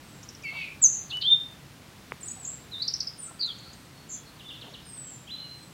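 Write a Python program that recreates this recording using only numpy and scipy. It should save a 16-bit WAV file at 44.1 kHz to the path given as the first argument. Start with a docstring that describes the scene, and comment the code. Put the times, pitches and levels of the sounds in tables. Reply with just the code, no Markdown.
"""Songbirds at the edge of a conifer wood, heard from one spot in mono over soft hiss and distant rumble.
Small flicks and a harsh far call open; close by come a high slur and a rising whistle, with a tiny tick.
After a dry click at 2 s come thin calls in the crowns, a warble, chips, a burry fall and a quick trill.
Far whistles, chips and high slurs close as the rumble grows; faint rustles come and go throughout.
Most notes are nearly pure gliding syrinx tones; trunks and foliage scatter them into fluttering tails."""
import sys
import numpy as np
from scipy import signal
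from scipy.fft import rfft, irfft
from scipy.io import wavfile
from scipy.ndimage import uniform_filter1d

SR = 44100
rng = np.random.default_rng(int(sys.argv[2]) if len(sys.argv) > 2 else 0)


def master(y):
    """Save y as 16-bit WAV."""
    cut = np.clip(np.atleast_2d(y).T, -1, 1)
    pcm = np.round(cut * 32767)  # scale
    wavfile.write(sys.argv[1], SR, pcm.astype(np.int16))


N = 252693
TIME = np.arange(N) / SR


def near_slur():
    """One loud, high note close to the microphone, sliding down."""
    # t/s, length/s, crest/share, glide/share, start f/Hz, goal f/Hz, level/dB
    notes = [(.811, 0.069, 0.5, 0.69, 8160, 6146, -10.5)]
    slur = sing(glides(notes, bend=1.19, swell=2.2, fade=.64), waver=.0041, overtone_db=-45)
    return wood(slur, echo_db=-12.5, tail_db=-11, t60=.93, twigs_db=-6.5, reach_s=.16)


def rising_whistle():
    """A near two-note whistle that climbs and grows louder, with a hoarse catch before each note."""
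    # the course of the lower and the upper note: t/s, f/Hz, relative level/dB
    lower = [
        [(1.118, 2650, -36), (1.134, 2975, -30.5), (1.19, 2958, -35.5)],
    ]
    upper = [
        [(1.232, 3064, -32.5), (1.25, 3174, -25), (1.274, 3522, -20.5), (1.302, 3613, -21.5),
         (1.334, 3590, -10.5), (1.344, 3720, -31)],
    ]
    # the catches: t/s, length/s, crest/share, glide/share, start f/Hz, goal f/Hz, level/dB
    catches = [ (1.094, 0.024, 0.87, 0.91, 4850, 3440, -33), (1.207, 0.028, 0.74, 1, 3940, 3930, -25.5)]
    whistle = sing(lower + upper, waver=.0031, overtone_db=-64)
    out = undb(.5) * wood(whistle, echo_db=-6, tail_db=-9, t60=.37, twigs_db=-17)
    burrs = sing(glides(catches, swell=1.7, fade=.98),
                 waver=.021, warble_hz=293, warble_depth=.24, rasp=.068)
    return out + wood(burrs, echo_db=-7, tail_db=-9, t60=.2, twigs_db=-6.5)


def warbler():
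    """Three joined notes nearby, down and then up, thrown back by a broad trunk."""
    # t/s, length/s, crest/share, glide/share, start f/Hz, goal f/Hz, level/dB
    notes = [(2.711, 0.077, 0.6, 0.4, 4200, 3665, -34.5), (2.788, 0.041, .7, 0.96, 3880, 4084, -33),
             (2.816, 0.0184, 0.43, 0.93, 4010, 5070, -24.5)]
    song = sing(glides(notes, bend=.91, swell=.77, fade=.97), waver=.0075, overtone_db=-55)
    return wood(big_trunk(song), echo_db=-12, tail_db=-6, t60=.55, twigs_db=-4.5)


def burry_fall():
    """A near falling phrase, made burry by a fast warble of pitch."""
    # t/s, length/s, crest/share, glide/share, start f/Hz, goal f/Hz, level/dB
    notes = [(3.392, .02, .6, 1, 4580, 4660, -34), (3.406, .067, .12, 0.97, 4593, 3960, -25),
             (3.466, .056, .35, 1, 3900, 3050, -33.5)]
    song = sing(glides(notes, swell=.58, fade=.58), waver=.012, warble_hz=103.3, warble_depth=.13)
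    return wood(song, echo_db=-23, tail_db=-11.5, t60=.76, twigs_db=-2.5, reach_s=.55)


def near_chips():
    """Quick chips of near birds and a small bird's contact notes, each one flick of pitch."""
    # mostly falling chips: t/s, length/s, start f/Hz, end f/Hz, level/dB
    chips = [ (2.281, 0.0076, 7450, 6250, -30), (2.311, 0.0094, 6870, 6880, -33),
             (2.447, 0.011, 7350, 6280, -29.5), (2.878, 0.0118, 6020, 4210, -19.5),
             (2.937, 0.0078, 6210, 4700, -19.5), (3.003, 0.0079, 6260, 4010, -20),
             (3.071, .008, 5540, 4680, -23.5)]
    # contact notes flicked downwards and upwards: t/s, level/dB
    downs = [(.229, -41.5), (.288, -34), (.348, -40), (.424, -45)]
    ups = [(.233, -43.5), (.292, -49), (.434, -48.5), (3.273, -46), (3.461, -45.5), (3.584, -47.5),
           (3.731, -46.5)]
    down, up = (.005, 6350, 4930), (.0077, 5900, 7650)  # length/s, start f/Hz, end f/Hz
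    flicks = [(s, *down, db) for s, db in downs] + [(s, *up, db) for s, db in ups]
    calls = big_trunk(sweeps(chips, bend=1)) + sweeps(flicks, bend=1.01)
    return wood(calls, echo_db=-12, tail_db=-12.5, t60=.38, twigs_db=-5.5, reach_s=.19, trunk_count=12)


def trill():
    """One high note nearby, its pitch swung widely into a quick trill."""
    # t/s, length/s, crest/share, glide/share, start f/Hz, goal f/Hz, level/dB
    notes = [(4.087, 0.091, 0.5, 0.97, 7100, 6730, -36.5)]
    song = sing(glides(notes, swell=.8, fade=.48), waver=.0136, warble_hz=56, warble_depth=.2)
    return wood(song, echo_db=-7.5, tail_db=-11, t60=.21, twigs_db=-3)


def crown_birds():
    """Small birds with thin voices, high above the microphone."""
    # short calls, long slurs: t/s, length/s, crest/share, glide/share, start f/Hz, goal f/Hz, level/dB
    thin_calls = [ (2.203, 0.023, .42, 1, 8340, 7750, -47.5), (2.228, .012, .45, 1, 7330, 7250, -37),
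                  (2.238, 0.091, 0.28, 1, 7980, 7900, -39.5), (2.311, 0.017, .3, 1, 8050, 7820, -36),
                  (2.395, 0.023, .35, 0.72, 8060, 7800, -42), (2.424, .024, .4, 1, 7500, 7420, -37),
                  (2.45, 0.086, .3, 1, 7470, 7524, -33.5), (3.176, 0.032, 0.87, 1, 9300, 8670, -39),
                  (3.212, 0.058, .65, 0.96, 8750, 8480, -38.5), (3.208, .076, 0.34, 1, 7950, 7640, -43)]
    long_slurs = [ (.03, 0.21, .35, 0.88, 8450, 7270, -61), (2.215, .1, .42, 0.84, 9000, 8550, -59),
                  (3.72, .15, .42, 0.92, 8430, 8060, -63), (3.92, 0.1, .55, 0.78, 8300, 8150, -70),
                  (4.255, .07, .3, 1, 8800, 8450, -69), (4.68, .055, 0.51, 1, 6530, 6300, -63),
                  (4.69, .045, .55, 1, 5800, 5450, -64), (4.85, .34, 0.45, 1, 8740, 7160, -43.5),
                  (5.55, 0.19, .48, 1, 8530, 7450, -60.5)]
    calls = sing(glides(thin_calls, fade=.67), waver=.0113, rasp=.0086)
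    out = undb(-.1) * wood(calls, echo_db=-6, tail_db=-6.5, t60=.32, twigs_db=-4)
    slurs = sing(glides(long_slurs, bend=1.15, swell=.39, fade=.85), waver=.0045)
    return out + wood(slurs, echo_db=-4, tail_db=-7.5, t60=.56, twigs_db=-1.5)


def harsh_call():
    """A bird further off sounds both sides of its syrinx at once, the second more roughly."""
    # each side: t/s, length/s, crest/share, glide/share, start f/Hz, goal f/Hz, relative level/dB
    first_side = [(.43, 0.103, 0.3, .42, 2488, 2172, -31.5), (.525, 0.133, 0.47, 1, 2333, 2188, -34)]
    second_side = [ (.432, 0.11, 0.33, 0.93, 2713, 2620, -38.5), (.552, 0.13, .45, 0.97, 2776, 2397, -32.5),
                   (.675, .025, .4, 1, 2410, 2334, -36.5)]
    call = sing(glides(first_side, bend=1.3, swell=1.1, fade=1.1), waver=.005, overtone_db=-15, rasp=.011)
    call += sing(glides(second_side),
                 waver=.009, overtone_db=-36, warble_hz=380, warble_depth=.15, rasp=.015)
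    hoarse_db = np.interp(TIME, [.42, .48, .6, .66, .72], [-100, -58.5, -44.5, -50.5, -100])
    call += band_noise(2400, 3800) * undb(hoarse_db)
    return undb(-1) * wood(call, echo_db=-7.5, tail_db=-8.5, t60=.6, twigs_db=-19.5, reach_s=.115)


def far_birds():
    """Whistles, low pips, hoarse twitter and hooked chips carry through the trees from deep in the wood."""
    # all four: t/s, length/s, crest/share, glide/share, start f/Hz, goal f/Hz, level/dB
    far_whistles = [ (3.93, 0.13, 0.45, 1, 4430, 4290, -58), (4.12, .14, 0.97, 0.95, 3430, 3350, -58.5),
                    (4.443, 0.055, 0.42, 1, 3510, 3470, -45), (4.82, .18, .22, 1, 5110, 5060, -59.5),
                    (5.04, .1, .42, 1, 6470, 6500, -63), (5.06, .07, 0.33, 1, 3200, 3090, -60),
                    (5.269, 0.0275, 0.42, .55, 2950, 3340, -45), (5.28, .085, 0.65, .42, 2305, 4020, -37),
                    (5.345, .15, .25, 0.93, 4060, 4160, -42), (5.485, .1, 0.24, 1, 4140, 4066, -46),
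                    (5.35, 0.14, 0.73, 0.92, 3060, 2870, -52)]
    low_pips = [ (2.362, 0.034, 0.26, 0.79, 830, 690, -49.5), (3.272, 0.028, 0.41, 1, 1357, 1346, -48.5),
                (3.465, .04, 0.36, 0.9, 1427, 1300, -53), (3.655, 0.031, .4, 1, 1375, 1340, -53.5)]
    far_twitter = [ (3.57, .19, .62, 0.96, 4180, 4350, -49), (4.255, 0.064, .4, 0.96, 4150, 4380, -52),
                   (4.35, 0.032, .45, 1, 4200, 4300, -58), (4.535, 0.05, 0.91, 1, 4430, 3500, -50),
                   (4.95, 0.037, .7, 0.8, 4400, 3600, -60)]
    far_chips = [(4.391, 0.027, 0.57, 0.88, 4200, 2810, -46), (4.487, 0.037, 0.18, 0.78, 4100, 2776, -39),
                 (4.61, 0.026, 0.5, 1, 4700, 2590, -41), (4.736, 0.025, 0.33, 0.95, 4600, 2600, -42)]
    whistles = sing(glides(far_whistles, bend=.85, swell=.82, fade=1.2), waver=.0077)
    pips = sing(glides(low_pips, swell=1.2), waver=.011)
    out = wood(whistles + pips, echo_db=-8.5, tail_db=-2, t60=.61)
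    twitter = sing(glides(far_twitter, swell=.9), waver=.042, rasp=.031)
    out += wood(twitter, echo_db=-12.5, tail_db=-8, t60=.54)
    chips = sing(glides(far_chips, bend=1.6, swell=.66, fade=.73), waver=.0206, rasp=.014)
    return out + wood(chips, echo_db=-5.5, tail_db=-2, t60=.58, twigs_db=-3)


def glides(rows, bend=1, swell=1, fade=1, count=48):
    """Each note swells to its crest and dies away as its pitch glides to a goal: (t/s, f/Hz, level/dB)."""
    u = (np.arange(count) + .5) / count  # share of the note's length, as are crest and glide
    notes = []
    for s, length, crest, glide, start_hz, goal_hz, db in rows:
        pitch = goal_hz + (start_hz - goal_hz) * np.maximum(1 - u / glide, 0) ** bend
        progress = np.interp(u, [0, np.clip(crest, u[0], u[-1]), 1], [0, .5, 1])
        push = np.sin(np.pi * progress) ** np.where(u < crest, swell, fade)  # higher powers: softer ends
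        notes.append(list(zip(s + length * u, pitch, db + 20 * np.log10(push))))
    return notes


def sing(notes, waver, overtone_db=-50, warble_hz=100, warble_depth=0, rasp=0):
    """A syrinx tone follows each note's pitch and level; muscles add drift, arched warbles and a rasp."""
    out = np.zeros(N)
    drift, grit = waver * walk(170), rasp * walk(1500)
    loudest = undb(max(db for note in notes for _, _, db in note))
    for note in notes:
        s, hz, db = np.transpose(sorted(note))
        span = (TIME > s[0] - .003) & (TIME < s[-1] + .003)
        t = TIME[span]
        gate = np.sin(np.pi / 2 * np.clip(np.minimum(t - t[0], t[-1] - t) / .005, 0, 1)) ** 2
        arch = np.abs(np.sin(np.pi * warble_hz * (t - t[0]))) - 2 / np.pi  # round tops, sharp dips
        gain = undb(np.interp(t, s, db))
        effort = np.sqrt(gain / loudest)  # the warble deepens as the bird pushes harder
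        pitch = uniform_filter1d(np.interp(t, s, hz), size=128)
        pitch *= 1 + drift[span] + warble_depth * effort * arch + grit[span]
        phase = 2 * np.pi * np.cumsum(pitch) / SR
        out[span] += gate * gain * (np.sin(phase) + undb(overtone_db) * np.sin(2 * phase))
    return out


def sweeps(rows, bend):
    """Very short pure tones that sweep in pitch, in a straight line when `bend` is 1."""
    out = np.zeros(N)
    for s, length, start_hz, end_hz, db in rows:
        u = np.linspace(0, 1, int(length * SR))
        pitch = end_hz + (start_hz - end_hz) * (1 - u) ** bend
        at = int(s * SR)
        out[at:at + len(u)] += undb(db) * np.sin(np.pi * u) * np.sin(2 * np.pi * np.cumsum(pitch) / SR)
    return out


def wood(x, echo_db, tail_db, t60, twigs_db=-12, reach_s=.36, trunk_count=24):
    """Direct sound, scatter from twigs at the perch, echoes from trunks and a diffuse tail from foliage."""
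    t = TIME[:SR // 2]
    fade = undb(-60 * t / t60) / np.sqrt(1 + (t / reach_s) ** 6)  # sound escapes beyond the trees' reach
    trunks = np.zeros(len(t))
    delay, size = rng.random((trunk_count, 2)).T
    lags = (.012 + .16 * (np.arange(trunk_count) + delay) / trunk_count) * SR
    trunks[lags.astype(int)] = np.sign(size - .5) * (.5 + size)
    twigs = rng.standard_normal(len(t)) * t * np.exp(-t / .0043)
    foliage = rng.standard_normal(len(t)) * fade * (1 - np.exp(-t / .012))
    response = undb(twigs_db) * unit(twigs) + undb(echo_db) * unit(trunks * fade)
    response += undb(tail_db) * unit(foliage)
    return x + signal.oaconvolve(x, response / np.sqrt(len(t)))[:N]


def big_trunk(x, delay_s=.0245, echo_db=-12.5):
    """Direct sound and its echo from one broad trunk."""
    return x + undb(echo_db) * np.concatenate([np.zeros(int(delay_s * SR)), x])[:N]


def click(at_s=2.1203, peak_db=-18):
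    """One dry click close to the microphone, dead within a few milliseconds."""
    # heavily damped modes: delay/s, f/Hz, t60/s, relative level/dB
    modes = [(0, 2100, 0.004, 8.5), (.0003, 976, 0.0055, 6), (.0016, 430, .009, -3)]
    out = np.zeros(N)
    for delay, hz, t60, db in modes:
        t = np.maximum(TIME - at_s - delay, 0)
        contact = 1 - np.exp(-(t / .00035) ** 2)
        out -= undb(db) * contact * np.exp(-np.log(1000) * t / t60) * np.sin(2 * np.pi * hz * t)
    return undb(peak_db) * out / np.abs(out).max()


def tick(at_s=1.1715, level_db=-33):
    """A tiny bright tick, as of a dry needle dropping."""
    t = TIME - at_s
    return undb(level_db) * (t > 0) * np.exp(-np.abs(t) / .00049) * band_noise(700, 7000)


def rustles():
    """Soft stirrings in the undergrowth: brief, uneven scuffs of noise."""
    # t/s, length/s, centre f/Hz, level/dB
    scuffs = [(.519, 0.1, 840, -51), (1.109, .075, 900, -54.5), (3.31, .014, 810, -54),
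              (4.637, .045, 940, -49), (4.637, .06, 215, -46), (4.638, 0.14, 550, -53)]
    out, grain = np.zeros(N), 1 + .5 * np.tanh(walk(120))
    for s, length, hz, db in scuffs:
        swell = np.sin(np.pi * np.sqrt(np.clip((TIME - s) / length, 0, 1)))
        out += undb(db) * swell * grain * band_noise(hz / np.sqrt(2), hz * np.sqrt(2))
    return out


def air(hiss_db=-49.5):
    """A smooth hiss over a distant rumble that wanders and grows towards the end."""
    # spectrum of the wood's quiet: f/Hz, relative level/dB
    spectrum = [(25, -23), (36, -21), (52, -9), (100, -5.5), (138, -1.5), (210, -7.5), (295, -9),
                (380, -14), (600, -17), (1250, -18), (1700, -19.5), (4000, -22.5), (8000, -29),
                (15500, -35)]
    hz, db = np.transpose(spectrum)
    bins = np.maximum(np.arange(N // 2 + 1) * SR / N, 1)
    colour = undb(np.interp(np.log(bins), np.log(hz), db)) * np.minimum(bins / hz[0], 1)
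    hiss = unit(irfft(rfft(rng.standard_normal(N)) * colour, N))
    rumble_db = np.interp(TIME, [0, 4.4, 5.6], [-63, -62, -55])
    rumble = band_noise(129.4, 158.6) * undb(rumble_db + 2 * walk(1.9))
    return hiss * undb(hiss_db + .46 * walk(2.59)) + rumble


def undb(db):
    """Decibels to gain."""
    return 10 ** (np.asarray(db) / 20)


def unit(x):
    """Scale to rms 1."""
    return x / np.sqrt(np.mean(x ** 2))


def walk(rate):
    """Smooth random drift with about `rate` turns a second, spread 1."""
    count = int(SR / rate) + 1
    steps = np.repeat(rng.standard_normal(N // count + 1), count)
    return unit(uniform_filter1d(uniform_filter1d(steps, count), count)[:N])


def band_noise(lo_hz, hi_hz):
    """Noise between two soft edges, rms 1."""
    band = signal.butter(2, [lo_hz, hi_hz], "band", fs=SR, output="sos")
    return unit(signal.sosfilt(band, rng.standard_normal(N)))


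def scene():
    """Birds near, overhead and far over the quiet of the wood, at one microphone."""
    quiet = air()
    near = near_slur() + rising_whistle() + warbler() + burry_fall() + near_chips() + trill()
    further = crown_birds() + harsh_call() + far_birds()
    return (quiet + near + further + click() + tick() + rustles())[None]


def record(dry, top_hz=15800):
    """The recorder cuts the very top."""
    return signal.sosfilt(signal.ellip(10, .1, 80, top_hz, fs=SR, output="sos"), dry)


dry = scene()
out = record(dry)
master(out)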